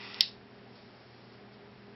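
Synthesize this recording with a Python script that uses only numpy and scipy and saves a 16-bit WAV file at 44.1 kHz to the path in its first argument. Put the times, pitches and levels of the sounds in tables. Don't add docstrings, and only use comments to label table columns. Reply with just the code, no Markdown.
import sys
import numpy as np
from scipy import signal
from scipy.fft import rfft, irfft, next_fast_len
from scipy.io import wavfile
from scipy.ndimage import map_coordinates

SR = 44100
rng = np.random.default_rng(int(sys.argv[2]) if len(sys.argv) > 2 else 0)


def put_to_file(sound):
    columns = np.atleast_2d(sound).T
    safe = np.clip(columns, -1, 1)
    whole_steps = np.round(safe * 32767)
    wavfile.write(sys.argv[1], SR, whole_steps.astype(np.int16))


N = 85995
T = np.arange(N) / SR

# f/Hz, relative level/dB
JET_SPECTRUM = [(100, -39.5), (400, -24), (600, -7), (850, 2.5), (1250, 2.5), (2000, -2.5), (2550, 7.5),
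                (3050, 0.5), (3600, 3.5), (4050, -4.5), (4500, 1), (5400, 0.5)]
# f/Hz, width/Hz, relative level/dB
NOZZLE_MODES = [(1970, 90, 13.5), (2646, 90, 4), (2600, 64, -8), (3380, 250, -2), (4192, 100, -16),
                (4580, 110, -14.5), (5330, 80, 0)]
# t/s, level/dB, tilt/(dB per octave)
TRIGGER_CONTACTS = [(0.1446, -26.5, -3), (0.1625, -39, -4), (0.20873, -0.6, 0), (0.21028, -12.5, 21)]
# f/Hz, relative level/dB
SNAP_SPECTRUM = [(1000, -46.5), (1550, -23), (1900, -11.5), (2300, -15.5), (2750, -6.5), (3200, -0.3),
                 (3700, 0), (4300, -12.5), (5400, 2.5)]
# f/Hz, width/Hz, relative level/dB
BODY_MODES = [(4470, 360, 9), (4874, 180, -6)]
# delay t/s, relative level/dB
EARLY_ECHOES = [(.0037, -13), (.0061, -20), (0.0104, -21.5), (0.0314, -56.5)]
# f/Hz, t/s
TAIL_T60 = [(500, 0.13), (2500, .24), (5500, 0.24)]
# f/Hz, relative level/dB
TAIL_SPECTRUM = [(1000, 0), (2700, 5), (3300, -7), (4100, 6), (4600, -2), (4870, -0.5), (5200, -4)]
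# f/Hz, level/dB
MAINS_TONES = [(120, -62.5), (240, -71), (360, -69)]
# f/Hz, level/dB before wavering and swell, unsteadiness/ratio
FAN_TONES = [(201.5, -64, .25), (236, -78, 0.74), (283.7, -72.5, .4), (405.8, -63, 0.12)]
# t/s, relative level/dB
FAN_ENVELOPE = [(0, 4.5), (.2, 4), (.3, 0), (.6, 1.5), (.8, -2), (1.05, -10.5), (1.25, -4.5), (1.45, 3),
                (1.7, 2), (1.95, 4)]
# f/Hz, relative level/dB
AIR_SPECTRUM = [(20, -45.5), (35, -11.5), (55, -15), (85, -7.5), (121, -4.5), (163, -7), (230, -1),
                (306, -8.5), (410, -3), (538, -9), (700, -7), (1080, -13), (1950, -14), (3830, -22),
                (5400, -22.5)]
# t/s, level/dB
AIR_ENVELOPE = [(0, -56.5), (.7, -55.5), (1.25, -55.5), (1.45, -55.5), (1.95, -55.5)]
# f/Hz, relative level/dB
HISS_SPECTRUM = [(1000, -9.5), (2500, -8), (4000, -3.5), (4800, 0), (5300, -2)]
# t/s, level/dB
HISS_ENVELOPE = [(.4, -79), (.73, -69.5), (.76, -59.5), (.86, -66), (1.28, -67), (1.34, -63), (1.4, -73.5),
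                 (1.5, -83), (1.54, -61), (1.6, -80.5), (1.95, -80.5)]

JET_DB, NOZZLE_DB, FLUTTER_DB = -48, -54.5, 1
GAS_OFF_S, GAS_FALL_DB_PER_S = .208, 340
THUMP_HZ, THUMP_DB, THUMP_T60_S = 220, -32.5, .007
TAIL_DB, TAIL_ONSET_S = -10.5, .002
BAND_HZ, BAND_ORDER, CLIP_TOP = 5570, 44, .72


def gas_jet():
    rush = noise(lambda hz: amp(along(JET_SPECTRUM, hz)))
    ring = noise(lambda hz: resonances(hz, NOZZLE_MODES))
    flow_db = FLUTTER_DB * wobble(40) - GAS_FALL_DB_PER_S * np.maximum(T - GAS_OFF_S, 0)
    return amp(flow_db) * (amp(JET_DB) * rush + amp(NOZZLE_DB) * ring)


def trigger():
    clicks = np.zeros(N)
    for start, db, tilt_db in TRIGGER_CONTACTS:
        def body_response(hz):
            colour_db = along(SNAP_SPECTRUM, hz) + tilt_db * np.log2(np.clip(hz, 1000, BAND_HZ))
            return amp(colour_db) * (1 + resonances(hz, BODY_MODES))

        pulse = np.sinc((T - start) * SR)
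        snap = filtered(pulse, body_response)
        snap /= np.abs(lowpass(snap, BAND_HZ, BAND_ORDER)).max()
        age = np.maximum(T - start, 0)
        thump = amp(THUMP_DB - 60 * age / THUMP_T60_S) * np.sin(2 * np.pi * THUMP_HZ * age)
        clicks += amp(db) * (snap + thump)
    return clicks


def room(source):
    hz, t, spectra = signal.stft(rng.standard_normal(SR // 2), SR, nperseg=256)
    gain_db = along(TAIL_SPECTRUM, hz)[:, None] - 60 * t / along(TAIL_T60, hz)[:, None]
    tail = signal.istft(spectra * amp(gain_db), SR, nperseg=256)[1]
    age = np.arange(len(tail)) / SR
    tail *= 1 - np.exp(-(age / TAIL_ONSET_S) ** 2)
    early = filtered(source, lambda f: sum(amp(db) * np.exp(-2j * np.pi * f * delay)
                                           for delay, db in EARLY_ECHOES))
    return early + amp(TAIL_DB) * signal.fftconvolve(source, tail / np.linalg.norm(tail))[:N]


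def room_tone():
    mains = sum(tone(hz, db) for hz, db in MAINS_TONES)
    fan = sum(tone(hz, db) * (1 + unsteadiness * (wobble(10) + 1j * wobble(41)))
              for hz, db, unsteadiness in FAN_TONES)
    fan *= amp(curve(FAN_ENVELOPE))
    air = amp(curve(AIR_ENVELOPE)) * noise(lambda hz: amp(along(AIR_SPECTRUM, hz)))
    hiss = amp(curve(HISS_ENVELOPE)) * noise(lambda hz: amp(along(HISS_SPECTRUM, hz)))
    return np.real(mains + fan) + air + hiss


def amp(db):
    return 10 ** (np.asarray(db) / 20)


def along(points, hz):
    f, values = np.transpose(points)
    return np.interp(np.log(hz + 1), np.log(f + 1), values)


def curve(rows):
    return np.interp(T, *np.transpose(rows))


def wobble(rate):
    return map_coordinates(rng.standard_normal(256), [T * rate], mode="mirror")


def tone(hz, db):
    return amp(db) * np.sqrt(2) * np.exp(2j * np.pi * (hz * T + rng.random()))


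def noise(response):
    coloured = filtered(rng.standard_normal(N), lambda hz: response(hz) * (hz < 1.1 * BAND_HZ))
    return coloured / np.sqrt(np.mean(coloured ** 2) + 1e-20)


def resonances(f, modes):
    return sum(amp(db) * 1j * f * width / (centre ** 2 - f ** 2 + 1j * f * width)
               for centre, width, db in modes)


def filtered(x, response):
    size = next_fast_len(N + SR // 2)
    return irfft(rfft(x, size) * response(np.fft.rfftfreq(size, 1 / SR)), size)[:N]


def lowpass(x, hz, order):
    return filtered(x, lambda f: 1 / (1 + (f / hz) ** (2 * order)))


def scene():
    clicks = trigger()
    return (gas_jet() + clicks + room(clicks) + room_tone())[None]


def record(dry):
    narrow = lowpass(dry[0], BAND_HZ, BAND_ORDER)
    clipped = np.minimum(narrow, CLIP_TOP)
    return lowpass(clipped, hz=16000, order=44)[None]


dry = scene()
out = record(dry)
put_to_file(out)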